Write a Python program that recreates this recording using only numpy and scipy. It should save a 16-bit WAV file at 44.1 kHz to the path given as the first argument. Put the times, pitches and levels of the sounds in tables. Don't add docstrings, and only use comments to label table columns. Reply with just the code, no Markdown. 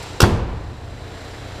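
import sys
import numpy as np
from scipy import signal
from scipy.fft import rfft, irfft
from scipy.io import wavfile

SR = 44100
rng = np.random.default_rng(int(sys.argv[2]) if len(sys.argv) > 2 else 0)


def digitize_waveform(pressure):
    field = np.atleast_2d(pressure).T
    bounded = np.clip(field, -1, 1)
    quanta = np.round(bounded * 32767).astype(np.int16)
    wavfile.write(sys.argv[1], SR, quanta)


N = 70560
T = np.arange(N) / SR

# (multiple of the firing rate [ratio], rms level before THROB_DB [dB])
ENGINE_ORDERS = [(1, -50), (1.67, -45), (2, -50), (2.67, -51), (3, -39.5), (4, -42), (6, -55), (9, -56),
                 (10, -53), (12, -55), (15, -56)]
FIRING_HZ, WANDER = 29.59, 0.0053
THROB_DB, THROB_WAVER = -0.5, 0.24
# (frequency [Hz], density [dB per Hz])
HOOD_UP_COLOUR = [(88, -42), (150, -13), (343, -3), (486, -1), (525, -2.5), (601, -5), (936, -2),
                  (1110, -8), (3970, -13), (7350, -20), (15000, -41.5)]
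HOOD_UP_DB = -36
# (frequency [Hz], density [dB per Hz])
HOOD_DOWN_COLOUR = [(88, -44), (150, -8), (172, -7), (289, -3), (425, -3.5), (701, -3.5), (1130, -10),
                    (1840, -10.5), (2450, -15), (3970, -16.5), (7350, -26), (15000, -43)]
HOOD_DOWN_DB = -37.5
# (frequency [Hz], width as Gaussian sigma [Hz], gain [dB])
BAY_RESONANCES = [(4000, 130, 4), (6600, 350, -2.5), (7410, 200, 6)]
# (time [s], level [dB])
HISS_LEVEL = [(0, 2), (.06, 1.1), (.19, -2.5), (.3, -13), (.55, -7), (.8, -6), (1.0, -3.4), (1.26, 0.8),
              (1.42, 0), (1.6, 0.9)]
BODY_SHARE, BODY_HZ = 0.61, 1220
PULSE_DEPTH = 0.078
# (frequency [Hz], density [dB per Hz])
RUMBLE_COLOUR = [(15, -22), (35, -11), (60, -3), (110, 1), (170, -2), (260, -16.5), (800, -63)]
RUMBLE_DB = -44.5

# (frequency [Hz], density [dB per Hz])
TICK_COLOUR = [(500, -20), (4000, 3), (9000, 1), (14000, -10)]
TICK_S, TICK_DB, TICK_DECAY_S = 0.026, -38.5, 0.0076

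# (time [s], level [dB], decay time constant [s], treble tilt [dB per octave])
CLACKS = [(.2028, -9, 0.0035, 0.2), (.2160, -10.5, 0.0052, 0), (.2255, -12.5, 0.0028, -.7)]
FIRST_CLACK_S = CLACKS[0][0]
# (frequency [Hz], density [dB per Hz])
CLACK_COLOUR = [(150, -29), (400, 2.5), (700, -4.5), (1000, -1), (1550, -0.5), (1900, -18), (2900, -8),
                (4300, -10), (5600, -5.5), (6200, -13), (7300, -14), (10000, -18.5), (13000, -20.5),
                (15000, -25)]
CONTACT_RISE_S, RATTLE_DB, RATTLE_DECAY_S = 0.0024, -12.5, 0.0096
# (frequency [Hz], relative level [dB], t60 [s])
LATCH_MODES = [(399, -8, 0.067), (1181, -25, 0.3), (1426, -22, 0.2), (1583, -25.5, 0.22),
               (2730, -15.5, 0.073), (3380, -22.5, 0.15), (4590, -22.5, 0.14), (5140, -21, 0.1),
               (5630, -23, 0.055)]

# (frequency [Hz], density [dB per Hz])
ECHO_COLOUR = [(40, -4.5), (70, 3), (120, 0.5), (170, -3.5), (260, -7), (450, -6.5), (620, -13.5),
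               (950, -13), (1400, -18.5), (2000, -23), (3000, -25), (5500, -29.5), (8000, -32.5),
               (11000, -38.5), (15000, -44)]
ECHO_DB, ECHO_BUILD_S = -17, 0.031
# (frequency [Hz], t60 [s])
WALL_T60 = [(60, 1.55), (250, 1.135), (1000, 1.36), (3000, 0.94), (6000, 0.58), (13000, 0.33)]

LAND_S = .2293
# (frequency [Hz], density [dB per Hz])
CRASH_COLOUR = [(60, -14), (180, -3.5), (450, 2), (620, -3.5), (950, -2), (1500, -12), (2100, -18.5),
                (3500, -23.5), (7000, -29.5), (15000, -53)]
CRASH_DB, CRASH_RISE_S, CRASH_DECAY_S = -8.5, .008, 0.016
PUSH_HZ, PUSH_DB, PUSH_RISE_S, PUSH_DECAY_S = 84.3, 7, 0.0039, 0.0046
# (frequency [Hz], level [dB], t60 [s])
HOOD_MODES = [(47.23, -19, 1.42), (67.4, -23.5, 2.2), (82.9, -26, 1.66), (106.9, -21.5, 1.12),
              (153.4, -26, 1.03), (198.2, -19, 0.54), (240, -24.5, 0.82), (349.5, -19.5, 0.54),
              (393.5, -22, .45), (472, -28, 0.62), (634, -27.5, 0.52), (722, -31, 0.5), (913, -25, 0.19),
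              (988, -33.5, 1.26)]
HOOD_RISE_S = 0.0083
REBOUND_S, REBOUND_HZ, REBOUND_DB = .31, 93.2, -12.5
REBOUND_RISE_S, REBOUND_DECAY_S = 0.0264, 0.024

DRIVE_DB, CEILING = 0, 1
EDGE_HZ = 15350


def amp(db):
    return 10 ** (np.asarray(db) / 20)


def unit(x):
    return x / np.sqrt(np.mean(x ** 2) + 1e-20)


def read(points, hz):
    f, value = np.transpose(points)
    return np.interp(np.log(hz + 1), np.log(f + 1), value)


def noise(colour, peaks=()):
    hz = np.fft.rfftfreq(N, 1 / SR)
    db = read(colour, hz)
    for centre, width, gain in peaks:
        db = db + gain * np.exp(-.5 * ((hz - centre) / width) ** 2)
    white = rng.standard_normal(N)
    return unit(irfft(rfft(white) * amp(db), N))


def drift(top_hz):
    rates = top_hz * rng.uniform(0.12, 1, size=12)
    return unit(sum(np.sin(2 * np.pi * (f * T + rng.random())) for f in rates))


def burst(start, rise, decay):
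    attack = np.clip((T - start) / rise, 0, 1)
    return attack * np.exp(-np.maximum(T - start - rise, 0) / decay)


def ring(modes, start, rise):
    out = np.zeros(N)
    for hz, db, t60 in modes:
        swing = np.sin(2 * np.pi * (hz * (T - start) + rng.random()))
        out += amp(db) * burst(start, rise, t60 / np.log(1000)) * swing
    return out


def engine_throb(turns):
    out = np.zeros(N)
    for multiple, db in ENGINE_ORDERS:
        waver = 1 + THROB_WAVER * drift(7.85)
        out += amp(db) * waver * np.sqrt(2) * np.sin(2 * np.pi * (multiple * turns + rng.random()))
    return amp(THROB_DB) * out


def engine_hiss(turns):
    shut = np.clip((T - FIRST_CLACK_S) / (LAND_S - FIRST_CLACK_S), 0, 1)
    hood_up = amp(HOOD_UP_DB) * noise(HOOD_UP_COLOUR, BAY_RESONANCES)
    hood_down = amp(HOOD_DOWN_DB) * noise(HOOD_DOWN_COLOUR, BAY_RESONANCES)
    rush = (1 - shut) * hood_up + shut * hood_down
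    rush = rush * (1 + PULSE_DEPTH * np.cos(2 * np.pi * turns))
    lowpass = signal.butter(1, BODY_HZ, fs=SR, output="sos")
    body = signal.sosfiltfilt(lowpass, rush)
    level = np.interp(T, *np.transpose(HISS_LEVEL))
    return body * amp(BODY_SHARE * level) + (rush - body) * amp(level)


def engine():
    turns = np.cumsum(FIRING_HZ * (1 + WANDER * drift(5))) / SR
    return engine_throb(turns) + engine_hiss(turns)


def rumble():
    return amp(RUMBLE_DB) * noise(RUMBLE_COLOUR)


def hinge():
    return amp(TICK_DB) * burst(TICK_S, CONTACT_RISE_S, TICK_DECAY_S) * noise(TICK_COLOUR)


def latch():
    out = np.zeros(N)
    loudest = max(row[1] for row in CLACKS)
    for start, db, decay, tilt in CLACKS:
        colour = [(hz, level + tilt * np.log2(hz + 1)) for hz, level in CLACK_COLOUR]
        crack = burst(start, CONTACT_RISE_S, decay)
        rattle = amp(RATTLE_DB) * burst(start, CONTACT_RISE_S, RATTLE_DECAY_S)
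        out += amp(db) * (crack + rattle) * noise(colour)
        out += .5 * amp(db - loudest) * ring(LATCH_MODES, start, CONTACT_RISE_S)
    return out


def echo():
    hz, t, z = signal.stft(noise(ECHO_COLOUR), SR, nperseg=512)
    t60 = read(WALL_T60, hz)[:, None]
    z = z * amp(-60 * np.maximum(t - LAND_S, 0) / t60)
    tail = signal.istft(z, SR, nperseg=512)[1][:N]
    build = np.clip((T - FIRST_CLACK_S) / ECHO_BUILD_S, 0, 1)
    return amp(ECHO_DB) * build * tail


def crash():
    return amp(CRASH_DB) * burst(LAND_S, CRASH_RISE_S, CRASH_DECAY_S) * noise(CRASH_COLOUR)


def air_push():
    swing = np.sin(2 * np.pi * PUSH_HZ * (T - LAND_S + PUSH_RISE_S / 2))
    return amp(PUSH_DB) * burst(LAND_S, PUSH_RISE_S, PUSH_DECAY_S) * swing


def hood_ring():
    return ring(HOOD_MODES, LAND_S, HOOD_RISE_S)


def rebound():
    swing = np.sin(2 * np.pi * REBOUND_HZ * (T - REBOUND_S))
    return amp(REBOUND_DB) * burst(REBOUND_S, REBOUND_RISE_S, REBOUND_DECAY_S) * swing


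def scene():
    idle = engine() + rumble()
    slam = latch() + crash() + air_push() + hood_ring() + rebound()
    return (idle + hinge() + slam + echo())[None]


def record(dry):
    x = dry * amp(DRIVE_DB)
    clipped = CEILING * x / (1 + x ** 8) ** (1 / 8)
    lowpass = signal.firwin(255, EDGE_HZ, window=("kaiser", 9), fs=SR)
    return signal.oaconvolve(clipped, lowpass[None], "same")


dry = scene()
out = record(dry)
digitize_waveform(out)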